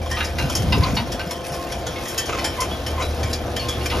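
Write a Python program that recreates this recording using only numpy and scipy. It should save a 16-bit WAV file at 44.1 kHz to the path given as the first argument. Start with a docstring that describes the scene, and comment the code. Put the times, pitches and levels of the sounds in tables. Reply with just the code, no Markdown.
"""A dirt slope: a compact tracked loader crawls along, carrying a steel rack of fence-wire spools.
The diesel drones and the hydraulic drive whines over tracks that rumble and crush grit. Spools chink
on their spindles, wire jingles and pings, and the rack clanks, scrapes and squeals in its mount.
A gust buffets the microphone in the first second or so; soft low thumps come during and after it."""
import sys
import numpy as np
from scipy import signal
from scipy.fft import rfft, irfft
from scipy.io import wavfile
from scipy.ndimage import uniform_filter1d

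SR = 44100
rng = np.random.default_rng(int(sys.argv[2]) if len(sys.argv) > 2 else 0)


def master_out(mix):
    """Clip the mix to full scale and print it as 16-bit PCM to the path in sys.argv[1]."""
    frames = np.transpose(np.atleast_2d(mix))
    ceiling = np.clip(frames, -1, 1)
    pcm = np.round(ceiling * 32767).astype(np.int16)
    wavfile.write(sys.argv[1], SR, pcm)


N = 176400

# Engine speed. Each row: time in seconds, firings per second.
FIRING_HZ = [(0, 76.8), (.5, 75.8), (1, 75.5), (2, 76), (2.8, 76.8), (3.3, 76.4), (4, 75.6)]
# Exhaust partials. Each row: multiple of the crank rate, relative level in dB.
EXHAUST_ORDERS = [(1, -13.5), (2, -0.5), (3, -12.5), (4, -21), (5, -27), (6, -20.5), (8, -23)]
# Exhaust drone and high engine whine. Each row: time in seconds, gain in dB.
EXHAUST_DB = [(0, -24.5), (.3, -28), (.7, -23.5), (1.05, -37.5), (1.6, -40), (2.2, -41), (2.6, -36),
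              (3, -25.5), (3.3, -26), (3.5, -32.5), (3.75, -26.5), (4, -22)]
HIGH_WHINE_DB = [(0, -59), (1.8, -46), (3.3, -47.5), (3.7, -41), (4, -41)]
# Pump and drive motor whines. Each row: harmonic number, level in dB.
PUMP_PARTIALS = [(2, -47.5), (3, -40.5), (4, -40.5), (5, -55), (6, -51.5)]
MOTOR_PARTIALS = [(1, -42), (2, -45.5), (3, -43), (4, -39.5), (5, -50.5)]
# Their envelopes. Each row: time in seconds, gain in dB.
PUMP_GAIN_DB = [(0, -0.5), (1, 1), (1.7, 3), (2.3, -3), (3, -9.5), (4, -2)]
MOTOR_GAIN_DB = [(0, -6), (.6, -5), (1.5, -5.5), (2.3, -6), (3, -0.5), (4, 4.5)]

# Track rumble, grit, loose wire and gust. Each row: frequency in Hz, relative density in dB.
RUMBLE_SPECTRUM = [(20, -28), (35, -7), (55, 8.5), (90, 6.5), (150, -1), (260, -1.5), (340, 2), (410, -3.5),
                   (490, -1.5), (670, 0.5), (800, -4), (930, -8.5), (1060, -12.5), (1300, -10.5),
                   (1800, -17.5), (3000, -57.5), (8000, -75)]
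GRIT_SPECTRUM = [(300, -36), (1000, 11), (2000, 5), (3200, 6.5), (3900, 5), (4600, 2.5), (6000, 0.5),
                 (7200, -5), (9000, -8), (12500, -5), (16000, -26)]
JINGLE_SPECTRUM = [(500, -30), (1500, 3.5), (2400, 6.5), (3200, 0), (4000, -3), (5500, 7), (7000, -1.5),
                   (9000, 1), (12500, -2.5), (16000, -42)]
GUST_SPECTRUM = [(20, -35), (36, -12), (52, -2), (100, -1.5), (150, -5), (260, -8.5), (400, -21),
                 (800, -27), (3000, -55)]
# Their envelopes. Each row: time in seconds, level in dB.
RUMBLE_DB = [(0, -29), (.8, -30), (1.3, -30), (1.7, -29), (2.1, -30.5), (2.4, -28), (2.8, -29.5),
             (3.4, -28.5), (4, -27.5)]
GRIT_DB = [(0, -43), (.8, -34.5), (1.3, -43), (1.7, -42), (2.05, -38), (2.4, -34.5), (2.8, -37),
           (3.15, -38.5), (3.5, -38.5), (4, -32)]
JINGLE_DB = [(0, -41), (.2, -30), (.35, -44), (.55, -33), (.7, -37.5), (.78, -34), (1.05, -44), (1.6, -41),
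             (1.9, -40), (2.1, -35), (2.4, -42), (2.8, -42.5), (3.05, -37.5), (3.45, -42.5), (3.9, -38)]
GUST_DB = [(0, -61), (.33, -31), (.45, -24.5), (.57, -28), (.66, -22), (.8, -19.5), (.87, -25),
           (.94, -20.5), (1.08, -28.5), (1.4, -49), (2.1, -60), (4, -62)]

# Steel modes. Each row: frequency in Hz, relative level in dB, T60 in seconds.
SPOOL_MODES = [(1024, 1, 0.24), (1754, 5.5, 0.25), (1880, -7, 0.29), (2335, 0, 0.48), (3115, 7, 0.29),
               (3134, 6.5, 0.69), (3354, 4.5, 0.35), (4550, 5, 0.13), (5340, 7, 0.24), (5440, 9, 0.12),
               (6080, 6, 0.059), (6600, 6, 0.078)]
RACK_MODES = [(873, -3, 0.36), (993, -6, 0.38), (1260, -4.5, 0.31), (1540, -4, 0.29), (2032, -0.5, 0.076),
              (2362, 5.5, 0.17), (2810, -2.5, 0.29), (3320, -9, 0.2), (3760, 1, 0.16), (4360, 5, 0.13),
              (5330, 6.5, 0.086)]
# Dense steel ringing and scrape rasp. Each row: frequency in Hz, relative density in dB.
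SPOOL_WASH_SPECTRUM = [(300, -32), (900, 0), (2000, -5), (3200, -5.5), (4000, -3.5), (5400, 6), (7000, 3.5),
                       (9000, -1.5), (12500, -6), (16000, -28)]
RACK_WASH_SPECTRUM = [(200, 0), (800, -19.5), (2700, 16), (4200, 4.5), (6000, -2), (7500, -8),
                      (12500, -10.5), (16000, -43)]
RASP_SPECTRUM = [(150, -22), (480, 7.5), (850, -1), (1280, 3.5), (1750, -7.5), (2400, 2), (4000, -17),
                 (7000, -10), (16000, -81)]
# Blows on steel. Each row: start in seconds, low, mid and high band levels in dB, T60 factor.
SPOOL_BLOWS = [(.059, -34, -39, -41, 0.61), (.111, -31.5, -31.5, -28.5, 1.1), (.245, -45, -35.5, -30, 0.93),
               (.497, -29, -29.5, -27.5, 0.57), (.551, -34, -28.5, -18, 0.73), (.952, -39, -48, -33, 0.58),
               (1.118, -39, -32, -29, 0.79), (1.308, -32, -31.5, -27.5, 0.8),
               (1.539, -35.5, -38, -37, 0.63), (1.72, -49, -32, -31.5, 0.52), (1.865, -36, -32, -30.5, 0.9),
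               (2.053, -38, -35.5, -35.5, 0.92), (2.08, -46, -50, -30.5, 1.3), (2.177, -43, -25, -20, 0.93),
               (2.256, -56, -39, -31.5, 1.1), (2.442, -29.5, -24, -22, 1.03),
               (2.603, -47, -30.5, -23, 0.88), (2.863, -41, -28, -29.5, 1.2), (3.23, -56, -30, -31, 0.75),
               (3.329, -58, -32.5, -24.5, 0.84), (3.563, -54, -25, -29, 0.56),
               (3.685, -39, -26, -26.5, 0.97), (3.858, -32.5, -28.5, -25.5, 0.21)]
RACK_BLOWS = [(.168, -28, -26.5, -45, 1.1), (.203, -30.5, -22, -37, 0.72), (.383, -30, -24.5, -29.5, 1.34),
              (.722, -23.5, -19, -27.5, 0.69), (.834, -37, -30, -35, 0.6), (.966, -24.5, -22, -27, 0.75),
              (1.193, -31.5, -29, -35, 0.82), (1.632, -48, -56, -57, 0.4), (1.958, -55, -31, -44, 1.2),
              (2.385, -43, -28, -32.5, 1.1), (3.594, -49, -32.5, -28.5, 1.7),
              (3.809, -52, -33.5, -41, 0.79), (3.899, -45, -28, -30, 0.51), (3.912, -28.5, -27, -58, 1.8)]
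# Edges in Hz of the low-to-mid and mid-to-high band crossfades.
CROSSOVER_HZ = [1100, 1700, 3900, 4600]
# Plucked wire. Each row: start in seconds, frequency in Hz, level in dB, T60 in seconds.
WIRE_PINGS = [(.11, 1866, -22, 0.46), (.205, 1712, -21.5, .15), (.834, 4030, -18.5, 0.066),
              (.835, 4630, -10, 0.033), (2.18, 1800, -27.5, 0.43), (2.71, 3320, -25.5, 0.26),
              (3.018, 3930, -25.5, 0.27), (3.329, 3970, -21, 0.09), (3.684, 3140, -30, 0.15),
              (3.858, 2395, -14.5, 0.064)]
# Low thumps. Each row: centre in seconds, frequency in Hz, level in dB, time constant in seconds.
LOW_THUMPS = [(.452, 142, -12.5, 0.011), (0.608, 103, -10, .009), (.685, 117, -12, 0.012),
              (0.754, 62, -17, 0.012), (0.778, 425, -10.5, 0.0027), (0.804, 86, -1.5, 0.0057),
              (.828, 156, -11.5, 0.0062), (0.872, 238, -13.5, 0.0018), (0.934, 222, -17, 0.0049),
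              (1.024, 229, -20, 0.012), (1.275, 170, -18.5, 0.0054), (1.52, 133, -18.5, 0.0048),
              (1.9, 165, -22.5, 0.0069), (3.25, 103, -13, 0.0099)]
# Rack scrapes. Each row: centre in seconds, half-width in seconds, level in dB.
RACK_SCRAPES = [(0.875, 0.064, -30), (2.299, 0.011, -24.5), (2.334, 0.027, -24.5), (2.39, 0.028, -27.5),
                (2.634, 0.029, -28), (3.02, 0.044, -26.5)]
# Steel squeals. Each row: centre in seconds, half-width in seconds, pitch in Hz, level in dB.
STEEL_SQUEALS = [(0.841, 0.018, 1024, -22), (0.868, 0.0099, 1050, -24), (2.336, 0.0066, 1260, -22.5),
                 (2.592, .016, 1044, -25), (2.622, 0.023, 1022, -22), (2.998, 0.023, 1044, -24.5),
                 (3.95, 0.029, 1057, -36)]
# Squeal timbre. Each row: harmonic number, relative level in dB.
SQUEAL_HARMONICS = [(1, 0), (2, -12), (3, -17)]

# Scatter off ground and trees; long waves pass them by. 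Each row: frequency in Hz, relative gain in dB.
SCATTER_DB = [(60, -25), (200, -10), (500, -1), (2000, 2), (12000, 2)]
# Share of track and gust noise that differs between ports. Each row: frequency in Hz, gain in dB.
SIDE_DB = [(30, -19), (70, -14), (140, -14), (300, -18), (1000, -11.5), (2000, -5.5), (5000, -7.5),
           (12000, -29)]
# Phase between microphone ports. Each row: frequency in Hz, left lead in radians.
PORT_PHASE_RAD = [(20, 0), (200, .1), (520, .5), (1550, -.2), (2840, 1.1), (4220, .1), (6550, -.2),
                  (7200, -1.2), (7700, -3.1), (8900, -3.15), (9400, -4.6), (10400, -5.6), (12600, -6.8),
                  (13400, -9.3), (15700, -9.4)]
# Port balance. Each row: frequency in Hz, left minus right in dB.
PORT_BALANCE_DB = [(110, .2), (200, .3), (380, 2.2), (650, 3), (1200, .8), (2380, 1.2), (4400, 2.2),
                   (8120, 0)]
# Microphone response. 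Each row: frequency in Hz, gain in dB.
MIC_DB = [(20, -1.5), (12600, -2), (13600, -1), (16000, -1)]


def undb(db):
    """Decibels to gain."""
    return 10 ** (np.asarray(db) / 20)


def unit(x):
    """Scale to rms 1."""
    return x / np.sqrt(np.mean(x ** 2) + 1e-18)


def curve(rows):
    """Join (s, value) points by straight lines."""
    return np.interp(np.arange(N) / SR, *np.array(rows).T)


def over_hz(rows, size):
    """Join (Hz, value) points on a log-frequency axis."""
    hz, value = np.array(rows).T
    return np.interp(np.log(np.fft.rfftfreq(size, 1 / SR) + 1), np.log(np.abs(hz) + 1), value)


def colour(x, spectrum):
    """Filter by a spectrum, to rms 1."""
    return unit(irfft(rfft(x) * undb(over_hz(spectrum, len(x))), len(x)))


def walk(rate_hz):
    """Smooth random drift, rms 1."""
    hold = max(int(SR / rate_hz), 1)
    steps = np.repeat(rng.standard_normal(N // hold + 1), hold)
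    return unit(uniform_filter1d(uniform_filter1d(steps, hold), hold)[:N])


def clicks(per_s, spread_db):
    """Random contacts, mostly small, a few large."""
    hits = (rng.random(N) < per_s / SR) * rng.choice([-1, 1], N)
    return hits * undb(spread_db * np.minimum(rng.exponential(size=N), 5))


def add(out, x, start_s):
    """Mix a sound in at a time."""
    i = max(int(start_s * SR), 0)
    out[i:i + len(x)] += x[:max(N - i, 0)]


def decay(t, t60_s):
    """Fall of 60 dB per T60."""
    return np.exp(-np.log(1000) * t / t60_s)


def swell(centre_s, half_width_s):
    """Gaussian rise and fall."""
    return np.exp(-((np.arange(N) / SR - centre_s) / half_width_s) ** 2)


def tones(hz, partials, flutter_db=0):
    """Harmonics of a moving pitch, with optional level flutter."""
    phase = 2 * np.pi * np.cumsum(hz) / SR
    return np.sqrt(2) * sum(
        undb(db + flutter_db * walk(14)) * np.sin(k * phase + 2 * np.pi * rng.random())
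        for k, db in partials)


def ring(modes, t, stretch, spread_db, wander_hz=100):
    """Decaying modes, randomly weighted and roughened by the loose contact."""
    hz, db, t60_s = np.array(modes).T[:, :, None]
    weight, detune, offset = rng.standard_normal((3, len(modes), 1))
    wander = np.repeat(rng.standard_normal((len(modes), len(t) // 64 + 1)), 64, axis=1)[:, :len(t)]
    turns = hz * (1 + 0.0025 * detune) * t + offset + np.cumsum(wander_hz * wander, axis=1) / SR
    return np.sum(undb(db + spread_db * weight) * decay(t, t60_s * stretch) * np.sin(2 * np.pi * turns), 0)


def shimmer(t, count, spread_db):
    """A crowd of unequal steel partials, different for each point of contact."""
    place, offset = rng.random((2, count, 1))
    gains = undb(spread_db * rng.standard_normal(count))
    hz = 400 + 15000 * place ** 1.4
    return gains @ np.sin(2 * np.pi * (hz * t + offset))


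def engine():
    """Four cylinders give two firings a turn; fan and gears sing at higher crank orders."""
    crank_hz = curve(FIRING_HZ) / 2 * (1 + 0.0059 * walk(15))
    exhaust = undb(curve(EXHAUST_DB)) * tones(crank_hz, EXHAUST_ORDERS, flutter_db=1.6)
    fan = tones(crank_hz, [(12, -46)], flutter_db=4.5)
    whine = undb(curve(HIGH_WHINE_DB)) * tones(crank_hz, [(28, 0)], flutter_db=7.5)
    return exhaust + fan + whine


def hydraulics(pump_hz=172.6, motor_hz=122.97):
    """The pump whines, roughened by pressure ripple; the drive motor wavers."""
    ripple = unit(undb(2.2 * walk(70)))
    pump = ripple * tones(pump_hz * (1 + 0.003 * walk(20)), PUMP_PARTIALS)
    motor = tones(motor_hz * (1 + 0.00722 * walk(10)), MOTOR_PARTIALS, flutter_db=2.5)
    return pump * undb(curve(PUMP_GAIN_DB)) + motor * undb(curve(MOTOR_GAIN_DB))


def tracks():
    """Rubber tracks rumble and crush grit."""
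    rumble = colour(rng.standard_normal(N), RUMBLE_SPECTRUM) * undb(curve(RUMBLE_DB) + 1.55 * walk(24.72))
    grains = unit(clicks(per_s=1500, spread_db=-0.5))
    hiss = 0.93 * rng.standard_normal(N)
    grit = colour(grains + hiss, GRIT_SPECTRUM) * undb(curve(GRIT_DB) + 0.99 * walk(27.05))
    return rumble + grit


def rattle(cutoff_hz=3800):
    """Small soft knocks keep the lower spool and rack modes ringing faintly."""
    out, t = np.zeros(N), np.arange(SR // 2) / SR
    for modes, db in ((SPOOL_MODES, -43.5), (RACK_MODES, -46.5)):
        knocks = clicks(per_s=95, spread_db=2.5)
        ringing = signal.fftconvolve(knocks, ring(modes, t, stretch=1.1, spread_db=0))[:N]
        out += undb(db) * unit(ringing)
    return signal.sosfilt(signal.butter(2, cutoff_hz, fs=SR, output="sos"), out)


def jingle(touches_per_s=140, attack_s=0.00084):
    """Loose wire and spool flanges touch lightly and ring, among dry ticks."""
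    touches, t = np.zeros(N), np.arange(SR // 12) / SR
    envelope = decay(t, t60_s=0.13) * (1 - np.exp(-t / attack_s)) * (1 - t / t[-1])
    for start_s in rng.random(int(touches_per_s * N / SR)) * N / SR:
        add(touches, shimmer(t, count=24, spread_db=5.5) * envelope, start_s)
    ticks = undb(-3) * unit(clicks(per_s=150, spread_db=2.2))
    return colour(unit(touches) + ticks, JINGLE_SPECTRUM) * undb(curve(JINGLE_DB) + 2.5 * walk(21.85))


def blows(rows, modes, spectrum, wash_db, wash_t60_s, attack_s, chatter_db, spread_db, crack_s=0.0063):
    """Steel chatters on steel: a crack, then clear modes over a dense wash, levelled in three bands."""
    out, size = np.zeros(N), 12288
    t = np.arange(size) / SR
    head = slice(int(0.03 * SR))  # levels refer to the first 30 ms
    envelope = (1 - np.exp(-t / attack_s)) * (1 - (t / t[-1]) ** 2)
    masks = [over_hz(list(zip(CROSSOVER_HZ, gains)), size)
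             for gains in ([1, 0, 0, 0], [0, 1, 1, 0], [0, 0, 0, 1])]
    for start_s, *bands_db, stretch in rows:
        clear = ring(modes, t, stretch, spread_db)
        chatter = undb(chatter_db * np.interp(t, np.linspace(0, t[-1], 110), rng.standard_normal(110)))
        crack = colour(rng.standard_normal(size), spectrum) * np.exp(-t / crack_s)
        dense = colour(shimmer(t, count=220, spread_db=6.5), spectrum) * decay(t, wash_t60_s * stretch)
        wash = (dense + crack) * chatter
        mix = rfft(clear / clear[head].std() + undb(wash_db) * wash / wash[head].std())
        bands = [irfft(mix * mask, size) for mask in masks]
        blow = sum(undb(db) * band / band[head].std() for db, band in zip(bands_db, bands))
        add(out, blow * envelope, start_s)
    return out


def spool_chinks():
    """Spools knock on their spindles and ring."""
    return blows(SPOOL_BLOWS, SPOOL_MODES, SPOOL_WASH_SPECTRUM, wash_db=2.5, wash_t60_s=0.17,
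                 attack_s=0.0022, chatter_db=1, spread_db=6.5)


def wire_pings(wander_hz=60, attack_s=0.0031):
    """Wire, plucked as it pays out, rings in two planes and buzzes against the guides."""
    out, t = np.zeros(N), np.arange(SR // 2) / SR
    for start_s, hz, db, t60_s in WIRE_PINGS:
        turns = np.cumsum(hz + wander_hz * walk(300)[:len(t)]) / SR
        planes = np.sin(2 * np.pi * turns) + 0.34 * np.sin(2 * np.pi * (0.88 * turns + rng.random()))
        add(out, undb(db) * planes * decay(t, t60_s) * (1 - np.exp(-t / attack_s)), start_s)
    return out


def rack_clanks():
    """Steel blows ring the rack frame."""
    return blows(RACK_BLOWS, RACK_MODES, RACK_WASH_SPECTRUM, wash_db=3, wash_t60_s=0.23,
                 attack_s=0.0024, chatter_db=2.5, spread_db=7.5)


def gust():
    """Wind flutters on the microphone."""
    return colour(rng.standard_normal(N), GUST_SPECTRUM) * undb(curve(GUST_DB) + 1.5 * walk(40.63))


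def thumps():
    """Soft low thumps, a cycle or two each."""
    t = np.arange(N) / SR
    return -sum(undb(db) * np.exp(-np.abs(t - centre_s) / tau_s) * np.sin(2 * np.pi * hz * (t - centre_s))
                for centre_s, hz, db, tau_s in LOW_THUMPS)


def rack_scrapes(judder_db=3, judder_hz=170):
    """The rack grinds in its mount: gritty slips in juddering bunches."""
    slips = colour(clicks(per_s=1800, spread_db=2.7), RASP_SPECTRUM)
    rasp = unit(slips * undb(judder_db * walk(judder_hz)))
    return rasp * sum(undb(db) * swell(centre_s, half_s) for centre_s, half_s, db in RACK_SCRAPES)


def squeals(slip_hz=330, rough_db=2.5):
    """Dry steel sticks and slips: a rough note of unsteady pitch."""
    waver = 1 + 0.035 * walk(slip_hz)
    grip = unit(undb(rough_db * walk(slip_hz)))
    return grip * sum(undb(db) * swell(centre_s, half_s) * tones(hz * waver, SQUEAL_HARMONICS)
                      for centre_s, half_s, hz, db in STEEL_SQUEALS)


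def scene(scatter_tau_s=0.02):
    """The machine reaches two close microphone ports, with a little scatter off ground and trees."""
    knocks = spool_chinks() + rack_clanks()
    direct = engine() + hydraulics() + tracks() + gust() + thumps()
    direct += knocks + rattle() + rack_scrapes() + squeals() + wire_pings()
    t = np.arange(SR // 4) / SR
    tails = rng.standard_normal((2, len(t))) * np.exp(-t / scatter_tau_s)
    side = rfft(tracks() + undb(4) * gust()) * undb(over_hz(SIDE_DB, N))  # independent noise
    direct += jingle()
    scatter = np.array([signal.fftconvolve(direct, tail / np.linalg.norm(tail))[:N] for tail in tails])
    arriving = rfft(direct) + undb(over_hz(SCATTER_DB, N) - 12) * rfft(scatter)
    sign = np.array([[1], [-1]])  # left, right
    balance = undb(sign * over_hz(PORT_BALANCE_DB, N) / 2)
    phase_shift = np.exp(1j * sign * over_hz(PORT_PHASE_RAD, N) / 2)
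    return irfft(arriving * balance * phase_shift + sign * side, N)


def record(dry, cutoff_hz=16000):
    """A nearly flat microphone, then a steep low-pass."""
    picked_up = irfft(rfft(dry) * undb(over_hz(MIC_DB, N)), N)
    return signal.sosfilt(signal.ellip(8, 0.2, 70, cutoff_hz, fs=SR, output="sos"), picked_up)


dry = scene()
out = record(dry)
master_out(out)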